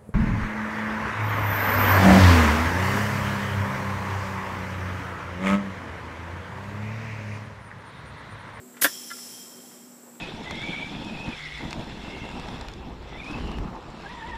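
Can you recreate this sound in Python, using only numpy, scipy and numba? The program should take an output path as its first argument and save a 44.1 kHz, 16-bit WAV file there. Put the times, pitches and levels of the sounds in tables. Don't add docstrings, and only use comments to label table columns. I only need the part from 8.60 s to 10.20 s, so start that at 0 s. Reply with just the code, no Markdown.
import sys
import numpy as np
from scipy import signal
from scipy.fft import rfft, irfft
from scipy.io import wavfile
from scipy.ndimage import uniform_filter1d
from numba import njit

SR = 44100
rng = np.random.default_rng(int(sys.argv[2]) if len(sys.argv) > 2 else 0)


def dump(signal):
    limited = np.clip(np.atleast_2d(signal).T, -1, 1)
    pcm = np.round(limited * 32767).astype(np.int16)
    wavfile.write(sys.argv[1], SR, pcm)


def makeup_ratio(level_db):
    decades = np.asarray(level_db, float) / 20
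    return 10 ** decades


N = 70560


def unit(x):
    return x / np.sqrt(np.mean(x ** 2))


def coloured(spectrum):
    points = np.array(spectrum)
    hz = np.maximum(np.fft.rfftfreq(N, 1 / SR), 1)
    gain_db = np.interp(np.log(hz), np.log(points[:, 0]), points[:, 1])
    return unit(irfft(rfft(rng.standard_normal(N)) * makeup_ratio(gain_db), N))


def walk(rate_hz):
    hold = int(SR / rate_hz)
    steps = np.repeat(rng.standard_normal(N // hold + 1), hold)
    smooth = uniform_filter1d(uniform_filter1d(steps, hold), hold)
    return unit(smooth[:N])


@njit
def resonate(x, hz, width_hz):
    y, band, low = np.empty(len(x)), 0., 0.
    for i in range(len(x)):
        g, k = np.tan(np.pi * hz[i] / SR), width_hz / hz[i]
        v = (band + g * (x[i] - low)) / (1 + g * (g + k))
        band, low, y[i] = 2 * v - band, low + 2 * g * v, k * v
    return y


def resonant_noise(centre_hz, width_hz):
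    once = resonate(rng.standard_normal(N), centre_hz, width_hz)
    return unit(resonate(once, centre_hz, width_hz))


def contact_force(scrape_s, centre_hz, t):
    force = rng.standard_normal(len(t)) * np.exp(-t / max(scrape_s, 1e-4))
    force[0] = 4.4
    return signal.lfilter(*signal.butter(1, (centre_hz / 2, centre_hz * 2), "band", fs=SR), force)


def modal_response(modes, split, damping, t):
    hz, mode_db, t60_s = np.array(modes).T[:, :, None]
    vary_db, below, above = rng.standard_normal((3, len(modes), 1))
    signs = (-1.) ** np.arange(len(modes))[:, None]
    cluster = np.sin(2 * np.pi * hz * t)
    for detune in (below, above):
        cluster = cluster + 0.568 * np.sin(2 * np.pi * hz * (1 + split * detune) * t)
    decay = 1000. ** (-t / (t60_s * damping))
    return np.sum(signs * makeup_ratio(mode_db + 1.64 * vary_db) * cluster * decay, axis=0)


def knocks(events, modes, split):
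    crack_db, crack_s = 6.5, 0.00045
    out, span = np.zeros(N), 6000
    t = np.arange(span) / SR
    for at, db, scrape_s, centre_hz, damping in events:
        force = contact_force(scrape_s, centre_hz, t)
        ring = signal.fftconvolve(force, modal_response(modes, split, damping, t))[:span]
        ring = ring / np.sqrt(np.mean(ring[:441] ** 2))
        crack = force * np.exp(-t / crack_s)
        crack = crack / np.max(np.abs(crack))
        i = int(at * SR)
        out[i:i + span] += (makeup_ratio(db) * (ring + makeup_ratio(crack_db) * crack))[:N - i]
    return out


# time in seconds, level in dB.
BLAST_LEVEL = [
    (0.2123, -75),
    (0.2123, -34.5),
    (0.2155, -30),
    (0.2158, -20),
    (0.222, -17.5),
    (0.235, -20),
    (.248, -16.5),
    (0.271, -35.5),
    (.3, -48),
    (.34, -71.5),
]
# frequency in Hz, density in dB per Hz.
BLAST_SPECTRUM = [(200, -17), (800, -19.5), (2200, -18.5), (4500, -10.5), (6000, -10.5), (8400, -9.5),
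                  (11500, -4.5), (15500, -8.5)]


def blast(t):
    at, db = np.array(BLAST_LEVEL).T
    level_db = np.interp(t, at, db, -120, -120) + 1.3 * walk(500)
    return makeup_ratio(level_db) * coloured(BLAST_SPECTRUM)


# start in seconds, level in dB, scrape length in seconds,
# contact centre in Hz, share of the decay time left by the hand (0-1).
SLEEVE_BLOWS = [
    (.2198, -25, .007, 1480, 0.45),
    (.2439, -15, 0.00036, 1740, 0.65),
    (.2458, -19, 0.0018, 1880, 0.88),
    (.251, -21, 0.00048, 1490, 0.7),
    (.2572, -24, 0.00075, 3000, 0.64),
    (.261, -26.5, 0.0061, 1190, 0.48),
]
# frequency in Hz, level in dB, T60 in seconds.
BODY_MODES = [(286.2, -7, 0.088), (560.8, -8.5, 0.064), (705, -13, 0.053), (985, -14, 0.0565),
              (1154, -15.5, 0.0855), (1365, -9, 0.08), (1541, -1.5, 0.0646), (1728, 3.5, 0.04),
              (1937, -0.5, 0.051), (2287, -7, 0.047), (2850, -9, 0.058), (3280, -10.5, 0.055),
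              (3604, -8, 0.059), (4674, -9, 0.04)]


def sleeve_snap():
    return knocks(SLEEVE_BLOWS, BODY_MODES, split=0.0453)


# frequency in Hz, width in Hz, level in dB,
# time of greatest strength in seconds, fade time in seconds.
VALVE_RESONANCES = [(3240, 210, -5, 0.38, 0.17), (3184, 65, -4.5, 0.97, .25), (5010, 50, -13, 0.36, 0.53),
                    (5320, 210, -0.5, 0.45, 1.03), (5650, 710, -2, 0.71, 1.2), (5913, 76, -10, 0.64, 0.64),
                    (7195, 130, -3.5, 1, 0.91), (7850, 1050, -2.5, 1, 1.1), (9820, 155, -4.5, .52, 0.11),
                    (9800, 200, -9.5, 0.75, .4), (10930, 920, -7, 0.98, .8), (12600, 300, -19, .6, .8)]
# frequency in Hz, density in dB per Hz.
FILL_SPECTRUM = [(250, -19), (1500, -12), (4300, -9), (6500, -8), (8200, -7.5), (8800, -18), (9600, -7),
                 (15500, -9.5)]


def filling(t):
    start_s, rise_s, start_db = 0.248, 0.0213, -41.5
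    fall_db_per_s, closing_db_per_s2 = 5, 12
    broad_db, flicker_db, drift = -1.5, 1.3, 0.0025
    since = np.maximum(t - start_s, 0)
    flow_db = start_db - fall_db_per_s * since - closing_db_per_s2 * since ** 2 + 0.99 * walk(8.5)
    whistles = 0
    for hz, width_hz, db, best_s, fade_s in VALVE_RESONANCES:
        centre_hz = hz * (1 + drift * walk(12.25))
        fade_db = 4.7 * np.minimum(((t - best_s) / fade_s) ** 2, 3)
        level_db = db - fade_db + flicker_db * walk(14.24)
        whistles = whistles + makeup_ratio(level_db) * resonant_noise(centre_hz, 1.38 * width_hz)
    flow = unit(whistles) + makeup_ratio(broad_db) * coloured(FILL_SPECTRUM)
    return makeup_ratio(flow_db) * np.minimum(since / rise_s, 1) * flow


# start in seconds, level in dB, scrape length in seconds,
# contact centre in Hz, share of the decay time left (0-1).
NAIL_KNOCKS = [(.141, -56.5, 0.014, 1700, 0.4), (.1675, -50.5, 0.0054, 3500, 0.01),
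               (.17, -49.5, 0.0194, 2500, 0.08), (.197, -51, 0.0052, 1710, .6),
               (.5026, -43, 0.00088, 4500, .3), (.506, -45.5, 0.0023, 2600, 0.95),
               (.511, -38, 0.0018, 1900, 0.9), (.5152, -39, 0.00088, 1610, 0.9),
               (.566, -53.5, 0.0045, 1500, 0.41), (.583, -51, .004, 1500, 0.4),
               (1.11, -60, 0.051, 2000, .15), (1.555, -57, 0.00086, 1100, 0.03)]
# frequency in Hz, level in dB, T60 in seconds.
MAGAZINE_MODES = [(1370, 1, 0.1), (1696, 3, 0.069), (2051, 3, 0.053), (2390, -20, 0.038),
                  (3000, -2.5, 0.031), (3580, -5.5, 0.051), (4300, -8, .02)]


def nail_rattle():
    return knocks(NAIL_KNOCKS, MAGAZINE_MODES, split=0.0057)


# centre in seconds, length in seconds, level in dB.
BRUSHES = [
    (0.656, 0.044, -62),
    (0.896, .12, -58),
    (1.146, 0.0325, -66),
    (1.468, 0.042, -55.5),
    (1.55, 0.021, -62),
]
# frequency in Hz, density in dB per Hz.
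CLOTH_SPECTRUM = [(150, -19), (400, 1.5), (900, -3), (1400, -8), (2500, -25), (6000, -40)]


def rustle(t):
    swell = sum(makeup_ratio(db) * np.exp(-((t - at) / length_s) ** 2) for at, length_s, db in BRUSHES)
    return swell * makeup_ratio(2.1 * walk(120)) * coloured(CLOTH_SPECTRUM)


def scattering(near, t):
    delay_s, t60_s, level_db = .004, .1, -11
    lag = t[:SR // 2]
    scatter = rng.standard_normal(len(lag)) * 1000. ** (-lag / t60_s) * (lag > delay_s)
    scatter = scatter / np.sqrt(np.sum(scatter ** 2))
    return makeup_ratio(level_db) * signal.fftconvolve(near, scatter)[:N]


def insects():
    out = 0
    for hz, width_hz, db in ((7660, 1200., -56.5), (13200, 2500., -64.5)):
        level_db = db + 0.54 * walk(60.1)
        out = out + makeup_ratio(level_db) * resonant_noise(np.full(N, 1. * hz), width_hz)
    return out


# frequency in Hz, level in dB, wobble in dB.
HUM_TONES = [
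    (117.3, -76, 6.5),
    (242.3, -54.5, 2),
    (376, -64.5, 4),
]


def hum(t):
    out = 0
    for hz, db, wobble_db in HUM_TONES:
        level = np.sqrt(2) * makeup_ratio(db + wobble_db * walk(24.97))
        out = out + level * np.sin(2 * np.pi * hz * t + 0.94 * walk(14.83))
    return out


# frequency in Hz, density in dB per Hz.
OUTDOOR_SPECTRUM = [(40, -1.5), (100, -19.5), (180, -4), (330, -6.5), (700, -13), (1300, -17), (3500, -28),
                    (15500, -25.5)]


def outdoors():
    return makeup_ratio(-51 + .6 * walk(5.5)) * coloured(OUTDOOR_SPECTRUM)


def scene():
    t = np.arange(N) / SR
    near = blast(t) + sleeve_snap() + nail_rattle()
    far = outdoors() + insects() + hum(t)
    return (near + scattering(near, t) + filling(t) + rustle(t) + far)[None]


def low_pass(x):
    return signal.sosfilt(signal.butter(12, 16300, fs=SR, output="sos"), x)


def record(dry):
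    low_hz, top_hz = 127, 15230
    rounded = .75 * np.tanh(dry / .75)
    thin = signal.sosfilt(signal.butter(3, low_hz, "high", fs=SR, output="sos"), rounded)
    mix = signal.sosfilt(signal.ellip(10, .2, 70, top_hz, fs=SR, output="sos"), thin)
    return low_pass(mix)


dry = scene()
out = record(dry)
dump(out)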